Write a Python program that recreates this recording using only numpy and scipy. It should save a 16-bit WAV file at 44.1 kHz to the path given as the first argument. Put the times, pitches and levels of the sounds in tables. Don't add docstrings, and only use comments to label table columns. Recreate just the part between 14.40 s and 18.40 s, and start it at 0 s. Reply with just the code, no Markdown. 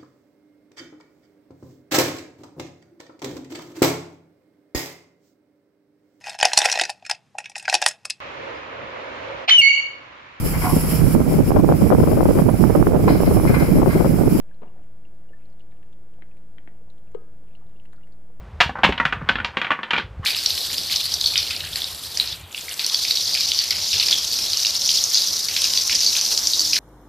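import sys
import numpy as np
from scipy import signal
from scipy.fft import rfft, irfft, next_fast_len
from scipy.io import wavfile

SR = 44100
rng = np.random.default_rng(int(sys.argv[2]) if len(sys.argv) > 2 else 0)


def store_wav(level_fs):
    pcm = np.round(np.clip(np.atleast_2d(level_fs), -1, 1) * 32767)
    wavfile.write(sys.argv[1], SR, pcm.T.astype(np.int16))


N = 176400
DRIP_ROOM_DB, TAP_ROOM_DB = -18, -16.5


def amp(db):
    return 10 ** (np.asarray(db) / 20)


def unit(x):
    return x / np.sqrt(np.mean(x ** 2) + 1e-20)


def along(points, hz):
    freqs, values = np.transpose(points)
    return np.interp(np.log(hz + 1), np.log(freqs + 1), values)


def band(hz, octaves):
    return lambda f: np.exp(-(np.log2((f + 1) / hz) / octaves) ** 2 / 2)


def filtered(x, response):
    size = next_fast_len(N + SR // 2)
    return irfft(rfft(x, size) * response(np.fft.rfftfreq(size, 1 / SR)), size)[..., :N]


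def noise(spectrum):
    return filtered(rng.standard_normal(N), lambda hz: amp(along(spectrum, hz))) * np.sqrt(SR / 2)


def age():
    return np.arange(SR // 4) / SR


def fade(t60):
    return np.exp(-np.log(1000) * age() / t60)


def puff(t60):
    return rng.standard_normal(len(age())) * fade(t60)


def burst(gain, t60):
    size = len(age())
    spectrum = rfft(rng.standard_normal(size)) * gain(np.fft.rfftfreq(size, 1 / SR))
    return unit(irfft(spectrum, size)) * fade(t60)


def ring(modes, attack_s):
    t = age()
    partials = sum(amp(db) * fade(t60) * np.sin(2 * np.pi * hz * t) for hz, db, t60 in modes)
    return (1 - np.exp(-t / attack_s)) * partials


def blip(hz, swell_s, shape=1, rise=0):
    t = age()
    swell = t / swell_s
    return (swell * np.exp(1 - swell)) ** shape * np.sin(2 * np.pi * hz * (t + rise * t * t / 2))


def add(track, s, sound):
    part = track[max(round(s * SR), 0):][:len(sound)]
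    part += sound[:len(part)]


def room(sound, wet_db):
    # (frequency [Hz], t60 [s])
    decay = [(200, 0.25), (1500, 0.45), (4000, 0.19), (10000, 0.09)]
    hz, t, spectra = signal.stft(rng.standard_normal(len(age())), SR, nperseg=256)
    damping = np.exp(-np.log(1000) * t / along(decay, hz)[:, None])
    tail = signal.istft(spectra * damping, SR, nperseg=256)[1][:len(age())] * (age() > .005)
    early = puff(t60=0.045) * (age() > .002)
    impulse = tail / np.linalg.norm(tail) + amp(11) * early / np.linalg.norm(early)
    return sound + amp(wet_db) * signal.fftconvolve(sound, impulse)[:len(sound)]


def hiss():
    # (frequency [Hz], density [dB per Hz])
    left = [(15, -67), (40, -83), (130, -78.5), (250, -84), (480, -86), (760, -90), (950, -99),
            (1350, -99.5), (1750, -101.5), (2100, -103.5), (2300, -105.5), (2900, -106.5), (4300, -113),
            (7000, -113), (12000, -112)]
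    right = [(15, -70.5), (130, -88), (450, -90), (730, -93), (980, -110), (2000, -114), (4300, -119),
             (7000, -118), (12000, -116)]
    return np.array([noise(left), noise(right)])


def electrical_tones(lines):
    t = np.arange(N) / SR
    return sum(np.sqrt(2) * amp(db) * np.sin(2 * np.pi * (hz * t + rng.random())) for hz, db in lines)


def counter():
    # (time [s], level [dB], rattle t60 [s])
    contacts = [(0.2196, -37.5, 0.028), (0.2261, -46, 0.16), (0.2317, -39, 0.054), (0.248, -50.5, 0.14),
                (.272, -48.5, 0.066), (0.298, -54, 0.093), (.37, -64.5, .15)]
    # (frequency [Hz], relative level [dB], t60 [s])
    top_modes = [(239, 3, 0.036), (397, 2, 0.026), (778, 0.5, 0.023), (930, -3.5, 0.015),
                 (2140, -6, 0.0027)]
    # (frequency [Hz], relative level [dB])
    rattle_eq = [(60, -21), (200, 11.5), (420, 7), (700, 8.5), (1000, 0), (1400, -9), (2300, -15),
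                 (4500, -41), (8000, -42)]
    slide_eq = [(100, 7), (300, -4), (700, -2.5), (1100, -18), (2500, -31), (6000, -49)]
    slide_s, slide_width_s = 0.386, 0.032
    out, t = np.zeros(N), np.arange(N) / SR
    for s, db, t60 in contacts:
        rattle = burst(lambda hz: amp(along(rattle_eq, hz)), t60) * (1 - np.exp(-age() / 0.00055))
        add(out, s, amp(db) * room(ring(top_modes, attack_s=0.00008) + rattle, wet_db=-10.5))
    slide_swell = np.exp(-((t - slide_s) / slide_width_s) ** 2 / 2)
    return out + amp(-46.5) * unit(noise(slide_eq)) * slide_swell


def strainer():
    # (time [s], level [dB], relative thud level [dB], tilt [dB per octave], snap pitch [Hz])
    taps = [(1.8222, -33.5, -5, -1, 3900), (2.183, -35, -18, 6, 3100), (2.2753, -33, 1, -6, 2500)]
    # (frequency [Hz], relative level [dB], t60 [s])
    plastic = [(1650, -3, 0.008), (1904, 10.5, 0.0057), (2110, 4.5, 0.0053), (3080, -4, 0.0097)]
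    thud = [(330, 2.5, 0.022), (728, 1.5, 0.016)]
    # (time [s], band centre [Hz], level [dB], t60 [s])
    bumps = [(0.9, 394, -42, 0.082), (1.784, 600, -44.5, 0.037), (2.345, 600, -44, 0.033),
             (2.410, 484, -43.5, 0.053), (2.476, 630, -48, 0.057), (2.877, 600, -51, 0.045),
             (3.244, 131, -45.5, .15), (3.783, 596, -46, 0.02), (3.897, 580, -42, 0.034)]
    out, pivot_hz = np.zeros(N), plastic[1][0]
    for s, db, thud_db, tilt_db, snap_hz in taps:
        modes = [(hz, level + tilt_db * np.log2(hz / pivot_hz), t60) for hz, level, t60 in plastic]
        tap = 0.67 * ring(modes, attack_s=0.00061) + amp(thud_db) * ring(thud, attack_s=0.0016)
        snap = amp(-21) * burst(band(snap_hz, octaves=0.12), t60=0.014)
        add(out, s, amp(db) * room(tap + snap, TAP_ROOM_DB))
    soft_attack = 1 - np.exp(-age() / 0.0015)
    for s, hz, db, t60 in bumps:
        add(out, s, amp(db) * burst(band(hz, octaves=0.45), t60) * soft_attack)
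    return out


def knock():
    # (frequency [Hz], level [dB], t60 [s])
    contact_modes = [(993, -30.5, 0.02), (1870, -35.5, 0.01), (2870, -39, 0.0077)]
    steel = [(462, -42, 0.42), (737, -53, 0.3), (1262, -52, 0.4), (1600, -61.5, 0.72)]
    # (frequency [Hz], relative level [dB])
    crack_eq = [(600, 3.5), (1300, 3), (2200, 4), (3300, -5.5), (4500, -9.5), (7500, -15.5), (12000, -27)]
    # (delay [s], level [dB])
    rocks = [(.021, -37), (0.069, -42)]
    out, knock_s = np.zeros(N), 2.7472
    thump = blip(hz=440, swell_s=0.0054, shape=3.8)
    crack = amp(-41.5) * burst(lambda hz: amp(along(crack_eq, hz)), t60=.024)
    click = ring(contact_modes, attack_s=0.00029) + crack
    hit = room(amp(-19) * thump, wet_db=-28) + room(click, wet_db=-17)
    add(out, knock_s, hit + ring(steel, attack_s=0.0017))
    for delay_s, db in rocks:
        add(out, knock_s + delay_s, amp(db) * room(thump, TAP_ROOM_DB))
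    return out


def ticks():
    # (time [s], level [dB], pitch [Hz])
    landings = [(.4365, -58, 7400), (1.002, -51, 2200), (1.1963, -49, 3500), (1.321, -48.5, 2260),
                (1.371, -53, 2720), (1.429, -47.5, 2700), (1.4595, -60, 6230), (1.5275, -56, 6400),
                (1.7378, -51, 2900), (1.97, -46.5, 2270), (1.977, -56, 3900), (2.5005, -62, 6950),
                (2.581, -50, 3330), (2.716, -56, 6900), (2.719, -50, 2120), (3.073, -56, 3180),
                (3.084, -52, 2650), (3.268, -55.5, 3700), (3.296, -56, 3750), (3.312, -55, 3100),
                (3.369, -53, 3270), (3.4365, -59, 6600), (3.454, -41.5, 1900), (3.5262, -49.5, 3830),
                (3.532, -37.5, 1550), (3.6325, -60, 2600), (3.673, -43.5, 1920)]
    out = np.zeros(N)
    for s, db, hz in landings:
        click = ring([(hz, 3, 0.0046)], attack_s=0.000069)
        spray = amp(-12) * puff(t60=0.014)
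        add(out, s, amp(db) * room(click + spray, DRIP_ROOM_DB))
    return out


def droplets(start_s, end_s, hz, db, count, octaves, swell_s):
    times = rng.uniform(start_s, end_s, count)
    return [(s, hz * 2 ** (octaves * detune), db + 3 * accent, swell_s)
            for s, (detune, accent) in zip(times, rng.standard_normal((count, 2)))]


def drips():
    # (time [s], bubble pitch [Hz], level [dB], swell [s])
    drops = [(0.112, 1620, -48, 0.0014), (0.145, 4220, -57.5, 0.00083), (0.2295, 2840, -60, 0.0017),
             (0.2763, 2820, -56, 0.0018), (0.6512, 2770, -49.5, 0.0017), (0.7464, 4900, -60, 0.0008),
             (0.8534, 1540, -57.5, 0.0024), (0.889, 2866, -55.5, 0.002), (0.9325, 1763, -43.5, 0.0034),
             (0.97, 1750, -59, 0.0015), (1.0216, 2580, -57, 0.0012), (1.0553, 4200, -55.5, 0.00081),
             (1.1003, 4880, -52, 0.00051), (1.126, 4300, -59, 0.0012), (1.205, 2890, -48.5, 0.0014),
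             (1.214, 4430, -60, 0.0006), (1.312, 3700, -58, 0.00067), (1.325, 1780, -54.5, 0.0014),
             (1.4285, 1770, -51, 0.0021), (1.529, 3380, -49.5, 0.00045), (1.9131, 2530, -50, 0.00085),
             (2.5019, 3980, -47.5, 0.00053), (2.674, 2620, -57.5, 0.0013), (2.8101, 4930, -62, 0.0016),
             (3.107, 2600, -56.5, 0.001), (3.1512, 2840, -44.5, 0.0011), (3.21, 1150, -53.5, 0.0022),
             (3.222, 863, -48, 0.0018), (3.357, 2760, -60.5, 0.0028), (3.3988, 2830, -46, 0.00069),
             (3.4572, 2800, -49, 0.0011), (3.5445, 1210, -46, 0.00045), (3.561, 4500, -51.5, 0.00037),
             (3.5803, 1397, -50.5, 0.0028), (3.6094, 1970, -56.5, 0.0023), (3.633, 2880, -51, 0.0023),
             (3.7228, 4550, -49, 0.0005)]
    # (start [s], end [s], level [dB], typical pitch [Hz])
    dribbles = [(0.082, 0.452, -58.5, 2350), (0.98, 1.093, -60.5, 2240), (1.191, 1.532, -69, 2780),
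                (3.064, 3.138, -65, 2750), (3.241, 3.703, -68, 2850)]
    out, patter, scatter = np.zeros(N), np.zeros(N), []
    for s, hz, db, swell_s in drops:
        splash = amp(-13) * burst(band(hz, octaves=0.4), t60=0.02)
        bubble = blip(hz, swell_s, rise=0.48)
        add(out, s, amp(db) * room(bubble + splash, DRIP_ROOM_DB))
        scatter += droplets(s, s + 0.012, hz, db - 14, count=3, octaves=0.29, swell_s=0.00052)
    for start_s, end_s, db, hz in dribbles:
        scatter += droplets(start_s, end_s, hz, db, count=20, octaves=0.27, swell_s=0.00048)
    for s, hz, db, swell_s in scatter:
        add(patter, s, amp(db) * blip(hz, swell_s))
    return out + room(patter, DRIP_ROOM_DB)


def scene():
    # (frequency [Hz], rms level [dB])
    hum = [(60, -50.5), (120, -66), (180, -56), (300, -65.5), (900, -76), (1140, -77), (1260, -78.5),
           (1380, -85.5), (1500, -82.5), (1620, -79), (1980, -83)]
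    whine = [(7867, -100.5), (12000, -101.5)]
    mic = drips() + ticks() + strainer() + knock() + counter() + electrical_tones(hum)
    leak = -mic * amp(-25)
    return np.array([mic, leak]) + hiss() + electrical_tones(whine)


def record(dry):
    notch_hz, width_hz, depth_db, top_hz = 5520, 750, -12.5, 12150
    dc_offset = np.array([[.0363], [.0301]])
    notch = lambda hz: amp(depth_db * np.exp(-((hz - notch_hz) / width_hz) ** 2))
    return filtered(dry, lambda hz: notch(hz) * (hz < top_hz)) + dc_offset


dry = scene()
out = record(dry)
store_wav(out)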